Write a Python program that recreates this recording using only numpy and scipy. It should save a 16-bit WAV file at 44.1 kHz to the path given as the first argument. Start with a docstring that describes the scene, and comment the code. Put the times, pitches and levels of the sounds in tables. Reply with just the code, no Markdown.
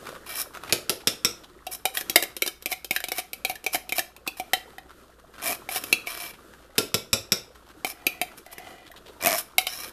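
"""A steel spoon digs thick soup out of a tin can over a simmering pot, in a small kitchen.
Soup squelches and the spoon scrapes; four raps on the pot's rim shake the soup off. A long run of
clacks on the can's wall follows, then a rattle over its ribs, more clacks and four more raps.
Last come muffled scoops, a second rattle and a stroke on which the spoon sings. Blows are damped
modes with noise bursts, strokes are resonated noise; bubbles, seething, rumble and hum run throughout."""
import sys
import numpy as np
from scipy import signal
from scipy.fft import rfft, irfft, next_fast_len
from scipy.io import wavfile

SR = 44100
rng = np.random.default_rng(int(sys.argv[2]) if len(sys.argv) > 2 else 0)


def log_audio(samples):
    """Write samples as a 16-bit WAV file to the path given in sys.argv[1]."""
    # one column per channel
    frames = np.atleast_2d(samples).T
    # limit to full scale, then quantise
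    limited = np.clip(frames, -1, 1)
    pcm = np.round(limited * 32767).astype(np.int16)
    wavfile.write(sys.argv[1], SR, pcm)


N = 437472
TIME = np.arange(N) / SR  # s, the whole scene
AGE = np.arange(SR // 5) / SR  # s since a blow

# Spoon against can. Each row: start in seconds, relative levels of force and of ring in dB, ring pitch
# in Hz, relative level of the air column in dB, place from 0 at the base to 1 at the mouth.
CLACKS = [(1.6676, -31, -27.5, 2710, -29, .55), (1.8541, -16, -19.5, 2380, -19.5, .55),
          (1.9714, -21, -16, 1850, -36, 0.8), (2.0103, -26.5, -26, 1730, -39, 0.37),
          (2.0972, -17.5, -33, 2070, -35, 0.41), (2.1587, -6, -2.5, 2130, -17.5, .35),
          (2.2252, -19.5, -24.5, 1780, -35, .3), (2.236, -25.5, -28, 2160, -38, 0.27),
          (2.366, -27, -46, 2290, -56, 0.34), (2.4213, -17, -11, 2320, -37, 0.24),
          (2.463, -22.5, -41, 2280, -41, 0.43), (2.4763, -21, -25, 1700, -39, 0.39),
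          (2.624, -37, -58, 2470, -63, .3), (2.6591, -22, -17, 2345, -39, 0.29),
          (2.7177, -25.5, -24, 2290, -30, .4), (2.7258, -26, -18, 2190, -51, .7),
          (2.8455, -28.5, -42, 2640, -45, 0.31), (2.9094, -20, -12, 2284, -29.5, 0.31),
          (2.9628, -22, -13.5, 1753, -40, 0.71), (3.0036, -32.5, -27.5, 1720, -44, .55),
          (3.04, -25.5, -21.5, 2290, -33, .5), (3.085, -27.5, -31, 2600, -38.5, .35),
          (3.1187, -22.5, -19.5, 2250, -28, 0.31), (3.1832, -23.5, -21.5, 2210, -27, 0.32),
          (3.1914, -30, -37, 2400, -33.5, .6), (3.3322, -27, -27.5, 2300, -44, 0.42),
          (3.449, -21, -12.5, 2410, -27.5, 0.33), (3.4973, -26, -23.5, 2260, -24.5, .45),
          (3.5553, -37, -31, 1780, -56, 0.56), (3.6421, -33.5, -49, 2400, -48, .25),
          (3.6642, -22.5, -12.5, 2366, -29, 0.27), (3.7459, -19.5, -16.5, 2260, -21.5, 0.37),
          (3.7544, -23.5, -23.5, 1780, -26, .5), (3.8929, -30, -26, 2560, -39, 0.36),
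          (3.9227, -22.5, -14.5, 2300, -31.5, 0.33), (3.9828, -21, -17, 2380, -23, .45),
          (3.9927, -19, -17.5, 1806, -34, 0.47), (4.1644, -43.5, -40, 2560, -62, .4),
          (4.276, -25, -16.5, 2584, -33.5, 0.18), (4.3984, -29.5, -24, 2310, -23.5, 0.18),
          (4.534, -17.5, -10, 1945, -18, 0.94), (4.7825, -43.5, -29, 1890, -36.5, 1),
          (5.6896, -34, -21, 2260, -28.5, 0.82), (5.7598, -24, -45, 2360, -28, 0.69),
          (5.8384, -26, -45, 2600, -49, 0.38), (5.9269, -15.5, -3.5, 2480, -35.5, .25),
          (6.0715, -31.5, -22, 2300, -37, .25), (7.8469, -24.5, -16, 2276, -22.5, 0.22),
          (8.0667, -16.5, -8.5, 2440, -35, 0.26), (8.2148, -20.5, -15.5, 2340, -22, 0.37),
          (8.4632, -44.5, -40, 2040, -40.5, .35), (8.5819, -36, -29.5, 1980, -54, .1),
          (8.915, -46, -37, 1860, -56, .15), (9.582, -12.5, -6.5, 2207, -19.5, 0.8),
          (9.6687, -23, -21.5, 2280, -30, 0.97)]
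# Modes round the struck spot. Each row: multiple of the ring pitch, relative level in dB, t60 in seconds.
SPOT_MODES = [(0.939, -5, 0.06), (1, 0.5, 0.085), (1.08, -5, .06), (1.34, -10.5, .07), (1.6, -14, .07),
              (1.759, -12.5, .06)]
# The can's sheet metal. Each row: mean pitch in Hz, mean relative level in dB, t60 in seconds.
CAN_MODES = [(1094, -9, 0.017), (1362, -15, 0.081), (1680, -12.5, 0.02), (2310, -9, 0.054),
             (2676, 4, 0.015), (3075, -4, 0.059), (3405, -14, 0.015), (3808, 0.5, 0.035),
             (4140, -10.5, 0.063), (4774, -5.5, 0.035)]
# The air inside the can. Each row: mean pitch in Hz, mean relative level in dB, t60 in seconds.
AIR_MODES = [(638, -4, 0.022), (746.3, 1.5, 0.065)]
# The can's base, damped by the hand. Each row: mean pitch in Hz, mean relative level in dB, t60 in seconds.
BASE_MODES = [(250, -6.5, 0.01), (351, 3, 0.025), (464, 1, 0.023), (490, 2, 0.018), (600, -6.5, 0.041)]
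# Colour of the can's crack. Each row: frequency in Hz, relative level in dB per Hz.
CAN_CRACK = [(200, -9), (900, -17.5), (3000, -7), (4500, -9.5), (5200, -1.5), (5800, -3.5), (6800, -6.5),
             (8300, -6), (9500, -4.5), (11300, -1.5), (12700, 0.5), (14500, -4.5)]
# Wall overtones, thump of the base and crack, in dB relative to the force, for a blow at the base
WALL_DB, THUMP_DB, CRACK_DB = -14, -4, -1.5
# Change in dB from base to mouth: the wall rings more freely and the base thumps less
MOUTH_WALL_DB, MOUTH_THUMP_DB = 13, -26


def clacks():
    """Impact excitation: wall modes ring at a pitch set by spot and grip, the enclosed air sounds hollow."""
    metal, body = np.zeros((2, N))
    # the spoon stays on the wall and chokes the ring
    pressed = np.exp(-(AGE / 0.0084) ** 3) + amp(-21.5)
    for s, force_db, ring_db, ring_hz, air_db, place in CLACKS:
        spot_modes = [(ring_hz * ratio, db, t60) for ratio, db, t60 in SPOT_MODES]
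        spot = punch(ring(spot_modes, detune=0.0056, count=1) * pressed)
        wall = ring(CAN_MODES, detune=0.033, count=2)
        wall_db = force_db + WALL_DB + MOUTH_WALL_DB * place
        add(metal, s, amp(ring_db - 8) * spot + amp(wall_db) * wall)
        burst = crack(CAN_CRACK, t60=0.024, tail_db=-40.5, tail_t60=0.08)
        add(metal, s, amp(force_db + CRACK_DB) * burst)
        air = ring(AIR_MODES, detune=0.02, count=1)
        thump = ring(BASE_MODES, detune=0.041, count=1)
        thump_db = force_db + THUMP_DB + MOUTH_THUMP_DB * place
        add(body, s, amp(air_db - 3) * air + amp(thump_db) * thump)
    return low_cut(metal, hz=920) + low_cut(body, hz=176)


# Runs over the ribs, one list each. Each row: time in seconds, ribs per second, relative level in dB.
RIB_RUNS = [
    [(5.42, 139, -40.5), (5.45, 121, -30.5), (5.48, 177, -32), (5.53, 175, -30.5)],
    [(9.2145, 88, -36), (9.24, 88, -25), (9.267, 90, -12.5), (9.285, 112, -26), (9.32, 100, -22),
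     (9.36, 114, -29)],
]


def ribs():
    """Periodic impacts: the spoon's edge drops into one groove after another, at a varying rate."""
    out = np.zeros(N)
    for run in RIB_RUNS:
        s, rate, db = np.transpose(run)
        passed = np.cumsum(np.interp(TIME, s, rate, left=0, right=0)) / SR
        reaches_rib = np.diff(np.ceil(passed)) > 0
        for at in TIME[1:][reaches_rib]:
            late, size = rng.standard_normal(2)
            wall = amp(-6) * ring([(1120, 0, .015), (1850, 0, .015), (2330, -2, .03)], detune=.06, count=1)
            air = amp(-6.5) * ring([(680, 0, .06), (325, -8, .025)], detune=.035, count=1)
            tick = amp(-1) * crack(CAN_CRACK, t60=.006, tail_db=-32, tail_t60=.03)
            level = amp(np.interp(at, s, db) + 2.2 * size)
            add(out, at + 0.00034 * late, level * (wall + air + tick))
    return low_cut(out, hz=130)


# Long strokes round the wall. 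Each row: start, hardest moment and end in seconds, relative levels of
# body and of hiss in dB.
SCRAPES = [(0.262, 0.32, .36, -34, -34.5), (0.354, 0.41, 0.43, -28, -21),
           (1.713, 1.731, 1.7555, -37.5, -26), (5.42, 5.477, 5.555, -30, -26.5),
           (5.692, 5.774, 5.79, -28.5, -25), (6.062, 6.087, 6.18, -32.5, -34),
           (6.17, 6.197, 6.31, -33, -33), (8.514, 8.53, 8.54, -42, -37), (9.203, 9.28, 9.35, -28, -38),
           (9.34, 9.387, 9.413, -30.5, -24.5), (9.67, 9.75, 9.9, -36, -34.5),
           (9.829, 9.84, 9.855, -39, -41.5)]
# Short slides after a clack. Each row: start and end in seconds, relative level in dB, growth in dB.
SLIDES = [(1.943, 2.018, -37, -3), (2.174, 2.236, -51, -6), (2.432, 2.473, -48, 6), (2.68, 2.736, -40, 17),
          (2.92, 2.96, -44, 12), (3.118, 3.201, -40, 27), (3.46, 3.519, -44.5, 15), (3.724, 3.762, -32, 7),
          (3.953, 4.001, -33.5, 4), (4.371, 4.419, -47, -16), (5.813, 5.927, -44, -2.5),
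          (7.863, 7.921, -37.5, -1), (8.373, 8.392, -44, -1), (9.603, 9.627, -42, -13)]
# Scoops deep in the can, muffled by soup. Each row: start, hardest moment and end in seconds,
# relative level in dB.
SCOOPS = [(7.9, 8.1, 8.33, -49), (8.463, 8.61, 8.88, -45)]
# The rubbed can, spoon near its mouth. Each row: resonance in Hz, width in Hz, relative level in dB.
RUBBED = [(359, 41, -15), (710, 55, 2.5), (1140, 390, -1), (1600, 350, -6), (1838, 55, -2), (2320, 70, 7),
          (2700, 180, -8), (3040, 120, -7.5), (3900, 100, -7), (5020, 74, -10.5), (6060, 66, -12)]
# The rubbed can, spoon deep inside. Each row: resonance in Hz, width in Hz, relative level in dB.
DEEP = [(720, 58, 6), (1990, 72, 3.5), (2400, 81, -5), (2900, 160, -7.5), (3950, 110, -20)]
# The steel spoon's own ring. Each row: resonance in Hz, width in Hz, relative level in dB.
SPOON = [(5230, 160, -5.5), (5466, 140, 2.5), (3970, 90, -1.5)]
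# Colour of the rubbing hiss. Each row: frequency in Hz, relative level in dB per Hz.
RUB_HISS = [(2500, -30), (4200, -10.5), (4700, -17.5), (5250, -0.5), (5800, -7.5), (6300, -9), (7000, -7.5),
            (7800, -7.5), (8800, -7.5), (10400, 1.5), (11800, -2.5), (13600, 1.5), (14400, -10.5)]
SWELL_DB, EASE_DB = 8.5, 6.5  # a stroke grows to its hardest moment, then eases off
HISS_GROWS = 1.2  # the hiss follows the pressure more steeply than the body


def stroke(start, hardest, end):
    """Contact pressure: in dB along one stroke, with its peak at the hardest moment."""
    return np.interp(TIME, [start, hardest, end], [-SWELL_DB, 0, -EASE_DB])


def slips(rate, rough_db):
    """Friction noise: dense, uneven little slips, as noise of randomly wandering level."""
    return rng.standard_normal(N) * amp(rough_db * wobble(rate))


def scrapes():
    """Friction excitation: slips drive the can's resonances in long strokes, slides and muffled scoops."""
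    grit = slips(rate=450, rough_db=4.3)
    body = coloured(resonate(grit, RUBBED), [(100, -7.0), (400, -6.0), (5500, -1), (9000, -23.5)])
    spoon_ring = resonate(slips(rate=310, rough_db=7.5), SPOON)
    hiss = unit(coloured(grit, RUB_HISS) + amp(-14.5) * spoon_ring)
    out = np.zeros(N)
    for start, hardest, end, body_db, hiss_db in SCRAPES:
        press_db = stroke(start, hardest, end)
        rub = amp(body_db + press_db - 5) * body
        rub += amp(hiss_db + HISS_GROWS * press_db - 4.0) * hiss
        out += gate(start, end, fade=0.0093) * rub
    slide = unit(hiss + amp(-5.0) * body)
    for start, end, db, growth_db in SLIDES:
        slope_db = growth_db * np.interp(TIME, [start, end], [-.5, .5])
        out += gate(start, end, fade=.01) * amp(db + slope_db) * slide
    deep = resonate(grit, DEEP)
    for start, hardest, end, db in SCOOPS:
        press_db = stroke(start, hardest, end)
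        out += gate(start, end, fade=0.026) * amp(db + press_db - 3.5) * deep
    # pulled clear of the soup, the spoon sings steadily along a late stroke
    sing = amp(-39.5 - EASE_DB) * gate(9.668, 9.85, fade=0.0057) * resonate(grit, SPOON)
    return out + sing


# Spoon on the pot's rim. Each row: start in seconds, relative levels of force, clank and thud in dB.
RAPS = [(0.7246, -13.5, -7, -37), (0.8952, -17, -9.5, -41), (1.0726, -15.5, -2, -37),
        (1.2478, -19.5, -1, -34), (6.781, -13.5, -3.5, -29.5), (6.9426, -18, -3.5, -29.5),
        (7.1307, -17, -1, -30.5), (7.3203, -19, -.5, -31)]
# Spoon and rim together. Each row: mean pitch in Hz, mean relative level in dB, t60 in seconds.
RIM_MODES = [(1056, -18, 0.067), (1358, -14.5, 0.13), (2006, -7.5, 0.0099), (2410, -5, 0.023),
             (2560, -5, 0.025), (2870, -26, 0.012), (3640, -1.5, 0.027), (3796, -6, 0.048),
             (5174, 3.5, 0.028), (5370, -12, 0.047), (5540, -22.5, 0.053), (5700, 4, 0.024),
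             (7820, -3, 0.035)]
# Colour of the rim's crack. Each row: frequency in Hz, relative level in dB per Hz.
RIM_CRACK = [(100, -13.5), (700, -6), (2500, 6.5), (4500, 6), (5500, -7), (6800, 5), (8000, -3.5),
             (9500, 2), (11100, 6.5), (14500, -3)]
# The full pot on the burner. Each row: mean pitch in Hz, mean relative level in dB, t60 in seconds.
POT_MODES = [(290, 0.5, 0.11), (354, -1, .13), (424, -6, 0.15), (471, 2, 0.13), (520, -4.5, 0.13),
             (650, -16, 0.18)]
# Colour of the pot's shudder on its burner. Each row: frequency in Hz, relative level in dB per Hz.
SHUDDER = [(60, -22), (120, -10), (220, -18), (340, -3.5), (470, -2), (640, -6.5), (900, -18),
           (3000, -60.5)]
SHUDDER_DB = -15  # the pot's shudder relative to the force


def raps():
    """Impact with rebound: rim and spoon ring on, while the heavy pot thuds and shudders on the burner."""
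    out = np.zeros(N)
    for s, force_db, clank_db, thud_db in RAPS:
        for delay, drop_db in [(0, -5), (.0055, -11)]:  # the blow and its rebound, s and dB
            clank = ring(RIM_MODES, detune=.03, count=6)
            tick = crack(RIM_CRACK, t60=0.019, tail_db=-21.5, tail_t60=0.2)
            blow = amp(clank_db - 10) * clank + amp(force_db + 3.5) * tick
            add(out, s + delay, amp(drop_db) * blow)
        sing = resonate(rng.standard_normal(len(AGE)), SPOON) * amp(-60 * AGE / 0.21)
        add(out, s, amp(clank_db - 31) * sing)
        thud = unit(ring([(218, -1.5, 0.061), (113, -9, 0.075)], detune=0.018, count=1))
        add(out, s, amp(thud_db - 10.5) * thud)
        shudder = crack(SHUDDER, t60=0.22, tail_db=-19, tail_t60=.25)
        shudder += amp(-13.0) * unit(ring(POT_MODES, detune=0.015, count=2))
        add(out, s, amp(force_db + SHUDDER_DB) * shudder)
    return low_cut(out, hz=53.8)


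# Sticky soup pulling and plopping. Each row: time of the peak in seconds, relative level in dB,
# length in seconds, pitch of the air pocket in Hz.
SQUELCHES = [(0.076, -35, 0.039, 1400), (0.148, -40.5, 0.048, 1300), (0.561, -34, 0.031, 1400),
             (0.637, -35.5, 0.028, 1300), (0.697, -35.5, 0.048, 2500), (1.012, -37, 0.011, 2700),
             (1.442, -39.5, 0.011, 3700), (1.496, -43, 0.013, 1200), (4.268, -40, 0.0069, 1350),
             (4.909, -46.5, 0.031, 1400), (5.195, -45, 0.012, 1400), (5.353, -42, 0.024, 1500),
             (5.399, -35, 0.022, 1500), (6.345, -43.5, 0.015, 2500), (6.539, -42, 0.015, 1500),
             (6.645, -47.5, 0.032, 1500), (6.761, -35, 0.0084, 1400), (7.707, -41, 0.011, 1400),
             (8.324, -46.5, 0.022, 1300), (8.874, -43.5, 0.017, 3200), (8.974, -39, 0.014, 3700),
             (9.081, -39, 0.024, 3400)]
# Colour of the wet crackle. Each row: frequency in Hz, relative level in dB per Hz.
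SOUP = [(200, -4), (600, -3.5), (1300, 1.5), (2200, -6.5), (3600, -6), (6000, -13.5), (14000, -16)]
POCKET_WIDTH, POCKET_DB = .4, -4.5  # a pocket's bandwidth over its pitch; its level over the crackle


def squelches():
    """Cavity resonance: pockets of air colour clumps of wet crackle as soup pulls away from tin and spoon."""
    out, middle = np.zeros(N), AGE.mean()
    crackle = coloured(slips(rate=450, rough_db=7.0), SOUP)
    for s, db, length, hz in SQUELCHES:
        first = rng.integers(N - len(AGE))
        clump = unit(crackle[first:][:len(AGE)])
        pocket = resonate(clump, [(hz, POCKET_WIDTH * hz, 0)])
        clump = unit(clump + amp(POCKET_DB) * pocket)
        swell = np.exp(-2 * ((AGE - middle) / length) ** 2)
        add(out, s, amp(db - 4.5) * clump * swell)
    return np.roll(out, -len(AGE) // 2)  # each clump peaks at its time


# How hard the pot seethes. Each row: time in seconds, relative level in dB.
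SIMMER = [(0, -46), (.83, -50.5), (1.55, -55.5), (2.04, -52.5), (2.55, -63.5), (4.1, -58), (4.56, -52.5),
          (5.1, -58.5), (5.9, -50.5), (6.35, -57), (7.7, -56), (8.1, -52.5), (9.92, -53.5)]


def bubbles(count=2400):
    """Transient oscillation: many small soft bubbles burst in the thick broth, with a faint sputter."""
    out, t = np.zeros(N), AGE[:SR // 25]
    for at, pitch, faintness in rng.uniform(size=(count, 3)):
        hz = 320 * 6 ** pitch
        cycles = hz * t
        burst = np.sin(2 * np.pi * cycles) * cycles * np.exp(-cycles / 1.3)
        add(out, at * N / SR, amp(-26 * np.sqrt(faintness)) * burst)
    sputter = unit(coloured(slips(rate=450, rough_db=6), SOUP) * amp(5 * wobble(25)))
    simmer_db = np.interp(TIME, *np.transpose(SIMMER))
    return amp(simmer_db - 3.5) * unit(out) + amp(-63.0) * sputter


# Colour of the seething. Each row: frequency in Hz, relative level in dB per Hz.
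STOVE = [(53, -36), (90, -5.5), (174, -8), (343, -1), (536, -6), (596, -10), (837, -22), (1310, -5),
         (2220, -23), (3060, -18.5), (5780, -24), (13500, -24), (14400, -45.5)]


def stove():
    """Broadband noise and a pure tone: the pot's seething, over room rumble and mains hum."""
    seethe_db = np.interp(TIME, *np.transpose(SIMMER)) + 4.0 * wobble(10)
    seethe = amp(seethe_db - 2.0) * coloured(rng.standard_normal(N), STOVE)
    rumble_colour = [(10, -6.5), (25, 1.5), (40, -3.5), (60, -1.0), (85, -9.0), (200, -7.5), (1000, -51)]
    rumble = amp(-63.0) * coloured(rng.standard_normal(N), rumble_colour)
    hum = amp(-61.0) * np.sin(2 * np.pi * 59.5 * TIME)
    return seethe + rumble + hum


# Reverberation of the kitchen. Each row: frequency in Hz, t60 in seconds.
KITCHEN = [(150, 0.38), (700, 0.3), (2500, 0.32), (6000, 0.29), (14000, .24)]


def kitchen(x, near_db, room_db):
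    """Reflection: hob and back panel answer within milliseconds, then the room, as decaying noise."""
    out, hop = np.zeros(N), SR // 4  # the echo pattern is drawn afresh each quarter second
    for i in range(0, N, hop):
        hz, t, z = signal.stft(rng.standard_normal(SR // 2), SR, nperseg=256)
        decay = amp(-60 * t / along(KITCHEN, hz)[:, None])
        tail = signal.istft(z * decay, SR, nperseg=256)[1]
        tail[:SR // 200] = 0  # the room is silent for 5 ms
        near = rng.standard_normal(len(AGE)) * (AGE > .002) * amp(-60 * AGE / 0.063)
        answer = amp(room_db) * tail / np.linalg.norm(tail)
        add(answer, 0, amp(near_db) * near / np.linalg.norm(near))
        add(out, i / SR, signal.fftconvolve(x[i:i + hop], answer))
    return x + out


def ring(modes, detune, count=2):
    """Modal synthesis: damped modes in close groups; strength and pitch vary at random from blow to blow."""
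    hz, db, t60 = np.transpose(np.repeat(modes, count, axis=0))[:, :, None]
    size, shift, side = rng.standard_normal((3, len(hz), 1))
    waves = np.sign(side) * np.sin(2 * np.pi * hz * (1 + detune * shift) * AGE)
    return punch(np.sum(amp(db + 2 * size - 60 * AGE / t60) * waves, axis=0))


def crack(spectrum, t60, tail_db, tail_t60):
    """High modal density: crowded modes heard as noise, a sharp burst and a weak longer ring."""
    fall = amp(-60 * AGE / t60) + amp(tail_db - 60 * AGE / tail_t60)
    return punch(coloured(rng.standard_normal(len(AGE)), spectrum) * fall)


def resonate(x, peaks):
    """Resonance: pass x through parallel (Hz, width Hz, dB) band-passes, at rms 1."""
    def response(f):
        return sum(amp(db) * 1j * f * w / (c * c - f * f + 1j * f * w) for c, w, db in peaks)
    return unit(filtered(x, response))


def low_cut(x, hz):
    """Radiation efficiency: small bodies radiate little bass."""
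    return signal.sosfilt(signal.butter(2, hz, "high", fs=SR, output="sos"), x)


def coloured(x, spectrum):
    """Spectral shaping: filter x by (Hz, dB) points, at rms 1."""
    return unit(filtered(x, lambda hz: amp(along(spectrum, hz))))


def filtered(x, response):
    """Linear filtering: multiply the spectrum of x by a response of frequency."""
    m = next_fast_len(len(x) + 8192)
    return irfft(rfft(x, m) * response(np.fft.rfftfreq(m, 1 / SR)), m)[:len(x)]


def along(points, hz):
    """Logarithmic frequency: read (Hz, value) points on a log axis."""
    f, v = np.transpose(points)
    return np.interp(np.log(hz + 1), np.log(f + 1), v)


def wobble(rate):
    """Random modulation: a curve of straight lines between random knots, rate knots a second."""
    knots = rng.standard_normal(int(N * rate / SR) + 4)
    return np.interp(TIME * rate, np.arange(len(knots)), knots)


def gate(start, end, fade):
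    """Envelope: one between two times, with short slopes."""
    return np.clip(np.minimum(TIME - start, end - TIME) / fade + .5, 0, 1)


def amp(db):
    """Level: decibels to gain."""
    return 10 ** (np.asarray(db) / 20)


def unit(x):
    """Effective value: scale to rms 1."""
    return x / np.sqrt(np.mean(x ** 2) + 1e-20)


def punch(x):
    """Onset level: scale a blow to rms 1 over its first five milliseconds."""
    return x / np.sqrt(np.mean(x[:SR // 200] ** 2) + 1e-20)


def add(track, s, sound):
    """Superposition: mix a sound into a track at a time in seconds."""
    part = track[max(round(s * SR), 0):][:len(sound)]
    part += sound[:len(part)]


def scene():
    """Direct against reflected sound: the can is close and dry, the pot sends more into the kitchen."""
    can = kitchen(clacks() + ribs() + scrapes() + squelches(), near_db=-9, room_db=-13.0)
    pot = kitchen(raps() + bubbles(), near_db=-11, room_db=-10)
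    return (can + pot + stove())[None]


TOP_HZ = 14350  # band limit


def record(dry):
    """Band limiting: the recorder clips at full scale, then falls off steeply above its band limit."""
    clipped = np.clip(dry[0], -1, 1)
    return filtered(clipped, lambda hz: 1 / np.sqrt(1 + (hz / TOP_HZ) ** 160))[None]


dry = scene()
out = record(dry)
log_audio(out)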